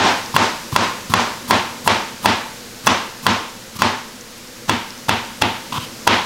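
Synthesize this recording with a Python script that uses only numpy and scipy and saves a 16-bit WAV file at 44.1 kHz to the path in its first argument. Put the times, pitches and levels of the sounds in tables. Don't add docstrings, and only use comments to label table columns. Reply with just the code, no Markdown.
import sys
import numpy as np
from scipy import signal
from scipy.fft import rfft, irfft, next_fast_len
from scipy.io import wavfile
from scipy.ndimage import uniform_filter1d

SR = 44100
rng = np.random.default_rng(int(sys.argv[2]) if len(sys.argv) > 2 else 0)


def voltage_ratio(level):
    return 10 ** (np.asarray(level, float) / 20)


def transcribe(signal):
    frames = np.atleast_2d(signal).T
    limited = np.clip(frames, -1, 1)
    pcm = np.round(limited * 32767).astype(np.int16)
    wavfile.write(sys.argv[1], SR, pcm)


N = 275625


def unit(x):
    return x / np.sqrt(np.mean(x ** 2) + 1e-20)


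def along(points, hz):
    f, v = np.transpose(points)
    return np.interp(np.log(hz + 1), np.log(f + 1), v)


def filtered(x, response):
    m = next_fast_len(len(x) + 8192)
    spectrum = rfft(x, m) * response(np.fft.rfftfreq(m, 1 / SR))
    return irfft(spectrum, m)[:len(x)]


def resonant(modes):
    def response(f):
        return sum((-1) ** k * voltage_ratio(db) * 1j * f * width / (hz * hz - f * f + 1j * f * width)
                   for k, (hz, width, db) in enumerate(modes))
    return response


def ring(modes, t):
    out = 0
    for hz, db, t60 in modes:
        decay = voltage_ratio(db + rng.normal(0, 2) - 60 * t / t60)
        out = out + decay * np.sin(2 * np.pi * hz * rng.normal(1, .015) * t)
    return out


def patchy(patch_db):
    z = signal.stft(rng.standard_normal(N + 512), nperseg=512)[2]
    field = uniform_filter1d(rng.standard_normal(z.shape), 6, 0)
    field = uniform_filter1d(field, 10, 1)
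    return signal.istft(z * voltage_ratio(patch_db * unit(field)), nperseg=512)[1][:N]


def grit(spread_db, share):
    spike = np.minimum(rng.exponential(1, N), 3.5)
    return rng.standard_normal(N) * voltage_ratio(spread_db * spike * (rng.random(N) < share))


# time in seconds, sizzle level in dB, fan level in dB.
PAN = [
    (0, -38, -36.5),
    (1.498, -40, -34.5),
    (2.7, -41, -38),
    (4.3, -43, -39.5),
    (5.0, -41.5, -38.5),
    (6.25, -40, -35),
]
# frequency in Hz, level in dB per Hz.
HOOD = [(12, -29), (20, -13.5), (65, -3.5), (86, -4), (123, 1.5), (151, -6), (240, 5), (300, -9.5),
        (338, 1), (381, -9.5), (492, -1), (670, -12.5), (1200, -37), (1560, -55), (2640, -120)]


def hood_fan():
    s, _, fan_db = np.transpose(PAN)
    rumble = filtered(patchy(patch_db=0.55), lambda hz: voltage_ratio(along(HOOD, hz)))
    return voltage_ratio(np.interp(np.arange(N) / SR, s, fan_db) - 1.5) * unit(rumble)


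# frequency in Hz, level in dB per Hz.
SIZZLE = [(400, -26), (750, 3), (1500, 4), (3000, 1.5), (5000, 3), (6800, 1), (9000, -5), (12000, -5.5),
          (14500, -10), (16000, -12)]


def sizzle():
    s, sizzle_db, _ = np.transpose(PAN)
    hiss = unit(patchy(patch_db=.5)) + .5 * unit(grit(spread_db=3.0, share=0.014))
    hiss = filtered(hiss, lambda hz: voltage_ratio(along(SIZZLE, hz)))
    return voltage_ratio(np.interp(np.arange(N) / SR, s, sizzle_db) + 4.0) * unit(hiss)


# start in seconds,
# peak level in dB, pitch in Hz.
SPITS = [(0.2608, -8, 5300), (3.6386, -16, 5170), (4.2107, -11, 6080), (4.3144, -27, 5410),
         (4.3824, -23, 5110), (4.4754, -18, 5730), (4.5024, -32, 4550), (4.9057, -8, 5300),
         (4.9785, -14, 5950), (5.2111, -27, 5110), (5.25, -15, 5060), (5.7105, -17, 5000),
         (0.3934, -30, 8970), (0.4204, -28, 8080), (2.6394, -32, 8100), (2.6694, -32, 9390),
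         (4.3154, -32, 8410), (4.3814, -21, 11300), (4.4744, -28, 8140), (4.5014, -26, 12600),
         (5.2609, -32, 8100), (5.3737, -18, 9620)]


def spits():
    out, t = np.zeros(N), np.arange(200) / SR
    for start, db, hz in SPITS:
        swell = voltage_ratio(db - 3 - 60 * t / 0.0028) * (1 - np.exp(-t / 0.00016))
        out[round(start * SR):][:len(t)] += swell * np.sin(2 * np.pi * hz * t)
    return out


# frequency in Hz, t60 in seconds.
KITCHEN = [(100, 0.17), (250, 0.55), (600, 0.44), (1500, 0.58), (4000, 0.55), (8000, 0.6), (14000, 0.1)]


def room_answer(colour_db):
    hz = np.fft.rfftfreq(256, 1 / SR)[:, None]
    t = np.arange(220) * 128 / SR
    shape = (len(hz), len(t))
    z = rng.standard_normal(shape) + 1j * rng.standard_normal(shape)
    tail = signal.istft(z * voltage_ratio(colour_db(hz) - 60 * t / along(KITCHEN, hz)), nperseg=256)[1]
    tail = tail * (1 - np.exp(-np.arange(len(tail)) / SR / .006))
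    return tail / np.linalg.norm(tail)


# start in seconds, knock level in dB, knock pitch in Hz, counter bump in dB.
TOUCHES = [(.342, -8.5, 990, -16), (.726, -14.5, 1040, -9), (0.755, -9.5, 1030, -24),
           (1.098, -32, 1050, -11.5), (1.12, -14, 1100, -22), (1.129, -20, 1070, -28),
           (1.477, -37, 980, -23), (1.494, -25, 1000, -30), (1.5, -9, 980, -30), (1.862, -13, 955, -20),
           (1.869, -17, 960, -11), (2.246, -7, 960, -23), (2.251, -9, 950, -32), (2.8697, -5, 6000, -30),
           (3.254, -23, 1050, -25), (3.259, -12.5, 1050, -24), (3.756, -33, 1010, -18),
           (3.797, -37, 1020, -18), (5.084, -9.5, 935, -27), (5.724, -12, 1030, -28),
           (5.772, -30, 1070, -20), (5.779, -15, 1060, -9.5), (6.0688, -5.5, 930, -36)]


def touches():
    out, t = np.zeros(N + SR), np.arange(SR // 10) / SR
    knock_t60_s, bump_t60_s = 0.015, 0.049
    for s, board_db, board_hz, bump_db in TOUCHES:
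        knock = voltage_ratio(board_db + 5 - 60 * t / knock_t60_s) * np.sin(2 * np.pi * board_hz * t)
        knock = knock * (1 - np.exp(-t / 0.0011))
        bump = ring([(115, bump_db, bump_t60_s), (230, bump_db - 8, bump_t60_s)], t)
        bump = bump * (1 - np.exp(-t / 0.002))
        out[round(s * SR):][:len(t)] += knock + bump
    return out[:N]


# frequency in Hz, width in Hz, level in dB.
BLADE = [(2700, 690, 2), (3530, 980, 9.5), (4830, 950, 4.5)]


def rubbing_voices():
    rasping = grit(spread_db=3, share=.02)
    board = resonant([(1050, 450, 0)])
    counter = resonant([(120, 90, 0), (240, 140, -2)])
    voices = [filtered(grit(spread_db=2.5, share=.05), resonant([(7000, 4000, -3), (12500, 7000, 0)])),
              filtered(rasping, resonant([(2900, 2200, 7.5), (5470, 3900, 5.0)])),
              filtered(rng.standard_normal(N), lambda hz: board(hz) ** 2),
              filtered(rng.standard_normal(N), lambda hz: counter(hz) ** 2),
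              filtered(rasping, resonant(BLADE))]
    return [v / np.sqrt(abs(uniform_filter1d(v ** 2, size=500)) + 0.051 * np.mean(v ** 2)) for v in voices]


def held(start, end, t):
    return np.clip(np.minimum((t - start) / .002, (end - t) / .003 + 1), 0, 1)


# start in seconds, end in seconds, blade level in dB, board level in dB.
SCRAPES = [
    (5.721, 5.735, -27, -28),
    (5.739, 5.758, -29.5, -25.5),
    (5.759, 5.783, -27.5, -26),
    (5.798, 5.852, -32, -40.5),
]


def scrapes(voices):
    wet, rasp, board, counter, blade = voices
    out, t = np.zeros(N), np.arange(N) / SR
    drag = blade + voltage_ratio(-3.5) * rasp + voltage_ratio(-14) * wet + voltage_ratio(-3) * counter
    for start, end, blade_db, board_db in SCRAPES:
        out += held(start, end, t) * (voltage_ratio(blade_db) * drag + voltage_ratio(board_db) * board)
    return out


# entry in seconds, exit in seconds, pressure at entry in dB, at exit in dB,
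# wetness in dB.
SLICES = [(.341, 0.36, -30, -24, -7), (0.719, 0.77, -35, -34, -3), (1.096, 1.142, -32.5, -34.5, -3),
          (1.477, 1.522, -37, -28, 0), (1.841, 1.873, -44, -31, 4), (2.222, 2.27, -42, -27, -1),
          (2.837, 2.858, -40, -37, -4), (2.86, 2.871, -30, -27, 3), (3.225, 3.269, -40, -35.5, -1),
          (3.754, 3.77, -42, -35, 1), (3.788, 3.825, -30, -29.5, -10), (4.678, 4.693, -39, -24, -12),
          (5.083, 5.096, -28, -21, -10), (5.409, 5.418, -46, -16, -15), (6.07, 6.076, -47, -19, -2)]


def slices(voices):
    wet, rasp, board, counter, _ = voices
    out, t = np.zeros(N), np.arange(N) / SR
    for entry, end, entry_db, exit_db, wet_db in SLICES:
        end = min([end] + [s - .002 for s, *_ in BLOWS if s > entry])
        pressure = held(entry, end, t) * voltage_ratio(np.interp(t, [entry, end], [entry_db, exit_db]))
        out += pressure * (rasp + voltage_ratio(wet_db) * wet + voltage_ratio(-1) * board + voltage_ratio(4) * counter)
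    return out


def cuts():
    voices = rubbing_voices()
    out = touches() + slices(voices) + scrapes(voices)
    return out + voltage_ratio(-12.5) * signal.fftconvolve(out, room_answer(lambda hz: 0))[:N]


# frequency in Hz, level in dB per Hz.
ECHO_COLOUR = [(41, -43), (70, -13), (108, -11), (155, -5), (223, 3), (529, 1), (649, -0.5), (727, 6.5),
               (913, 1), (1340, 0), (3190, -8), (5750, -9.5), (16000, -36.5)]
# frequency in Hz, level in dB.
HOLLOW = [(780, -8), (873, -2.5), (902, -0.5), (927, -3), (975, -5.5), (1053, -3), (1137, -27), (1345, -19),
          (1495, -32)]


def room_ringing(board_hz, edge_db):
    def colour_db(hz):
        note_db = 6 / (1 + ((hz - board_hz) / 110) ** 2)
        bright_db = 0.99 * (edge_db + 11) / (1 + ((hz - 3200) / 1300) ** 2)
        dull_db = .5 * (edge_db + 11.5) / (1 + (5000 / (hz + 1)) ** 6)
        return along(ECHO_COLOUR, hz) + note_db + bright_db - dull_db

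    tail = room_answer(colour_db)
    t = np.arange(len(tail)) / SR
    tones = np.zeros(len(t))
    for hz, db in HOLLOW:
        near_db = 6 / (1 + ((hz - board_hz) / 90) ** 2) + rng.normal(0, 3)
        tones += voltage_ratio(db + near_db) * np.sin(2 * np.pi * (hz * t + rng.random()))
    tones = tones * voltage_ratio(-60 * t / .6) * (1 - np.exp(-t / .02))
    return tail + voltage_ratio(-10.5) * tones / np.linalg.norm(tones)


# frequency in Hz, level in dB, t60 in seconds.
CABINET = [(81, -8, 0.27), (103.6, -2, 0.26), (214, -9, .22), (231, -4, 0.28), (248, -6, 0.25)]
# frequency in Hz, width in Hz, level in dB.
COUNTER = [(104, 44, -19), (194.5, 21, -3), (239.3, 20.4, -4.5), (245.9, 13.3, -0.5), (330, 88, -11)]


def counter_thud(t):
    cabinet = np.zeros(len(t))
    for hz, db, t60 in CABINET:
        cabinet += voltage_ratio(db - 60 * t / t60) * np.sin(2 * np.pi * hz * (t + 0.0039))
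    cabinet *= 1 - np.exp(-t / 0.014)
    counter_ring = filtered(1. * (t == 0), resonant(COUNTER))
    shake = voltage_ratio(-60 * t / 0.29) * rng.standard_normal(len(t))
    shake = signal.fftconvolve(shake, counter_ring)[:len(t)]
    return voltage_ratio(-3) * shake / abs(shake).max() + cabinet


# frequency in Hz, level in dB, t60 in seconds.
BOARD = [(1364, -2.5, 0.018), (1625, -2.5, 0.013), (1910, -13.5, 0.034)]
# frequency in Hz, level in dB, t60 in seconds.
EDGE = [(2670, -2, 0.026), (3394, -2, 0.025), (4100, -20, 0.055), (4610, -15, 0.036), (5880, -17.5, 0.036),
        (6900, -26, 0.019)]


def board_crack(board_hz, edge_db, t):
    note = np.sin(2 * np.pi * board_hz * t) * voltage_ratio(-60 * t / .028) + ring(BOARD, t)
    crack = filtered(rng.standard_normal(len(t)), resonant([(5000, 2440, 1.56)]))
    crack = voltage_ratio(1.5 - 60 * t / 0.022) * crack
    bright = voltage_ratio(-1.5) * ring(EDGE, t) + voltage_ratio(-.6 * (edge_db + 6)) * crack
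    return note + voltage_ratio(edge_db - 0.5) * bright


# start in seconds, blow level in dB, board pitch in Hz, edge brightness in dB, room in dB.
BLOWS = [(0.363, 4.5, 1055, -7.5, -1.5), (0.761, 4, 1040, -7, -2.5), (1.137, 4, 1070, -7.5, -1.5),
         (1.5076, 0, 1015, -5, 1), (1.875, 1, 970, -5, 0.5), (2.257, 1, 950, -4.5, -0.5),
         (2.8736, -0.5, 1090, -5.5, 0.5), (3.265, -0.5, 1074, -5, 0.5), (3.819, -1, 1070, -5.5, 0),
         (4.694, -5.5, 1024, -2, 0), (5.092, -4.5, 926, -1.5, 1), (5.42, -6, 880, 0.5, 2),
         (6.074, 3, 946, -1.5, 0.5)]
# start in seconds, blow level in dB, board pitch in Hz, edge brightness in dB, room in dB.
EXTRA_BLOWS = [
    (-.020, 5, 880, -6, 4),
    (2.8688, -5, 970, -4, -12),
]


def chops():
    lead = SR // 10
    out, t = np.zeros(N + 2 * SR), np.arange(SR // 5) / SR
    for s, db, board_hz, edge_db, room_db in EXTRA_BLOWS + BLOWS:
        thud_db = 5.5 - 0.66 * db + 0.45 * room_db
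        sound = voltage_ratio(room_db + 19.0) * room_ringing(board_hz, edge_db)
        sound[:len(t)] += board_crack(board_hz, edge_db, t) + voltage_ratio(thud_db - 18.5) * counter_thud(t)
        out[round((s + .001) * SR) + lead:][:len(sound)] += voltage_ratio(db + 2.0) * sound
    return out[lead:lead + N]


def scene():
    return (hood_fan() + sizzle() + spits() + cuts() + chops())[None]


def ducking(x, limit_db, share, release_db_per_s, start_db):
    over_db = share * np.maximum(20 * np.log10(abs(x) + 1e-9) - limit_db, 0)
    over_db[0] = start_db
    ramp = release_db_per_s * np.arange(N) / SR
    falling_db = np.maximum.accumulate(over_db + ramp) - ramp
    grab = 1 / (.003 * SR)
    return signal.lfilter([grab], [1, grab - 1], falling_db, zi=[start_db])[0]


def band_limit(x):
    return signal.sosfilt(signal.butter(12, 16170, fs=SR, output="sos"), x)


def record(dry):
    top_hz = 15900
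    x = filtered(dry[0], lambda hz: (hz < top_hz) * (1j * hz / (1j * hz + 45)) ** 2)
    x = x * voltage_ratio(-ducking(x, limit_db=3.5, share=0.84, release_db_per_s=157, start_db=12))
    x = np.clip(x, -1.2, 1.2)
    x = filtered(x, lambda hz: voltage_ratio(-12 * (hz > top_hz)) * (1j * hz / (1j * hz + 40)) ** 2)
    hum = voltage_ratio(-53.5) * np.sin(2 * np.pi * 29 * np.arange(N) / SR)
    rumble = voltage_ratio(-59) * unit(filtered(rng.standard_normal(N), lambda hz: hz < 34))
    mix = np.clip(x + hum + rumble, -.99, .99)[None]
    return band_limit(mix)


dry = scene()
out = record(dry)
transcribe(out)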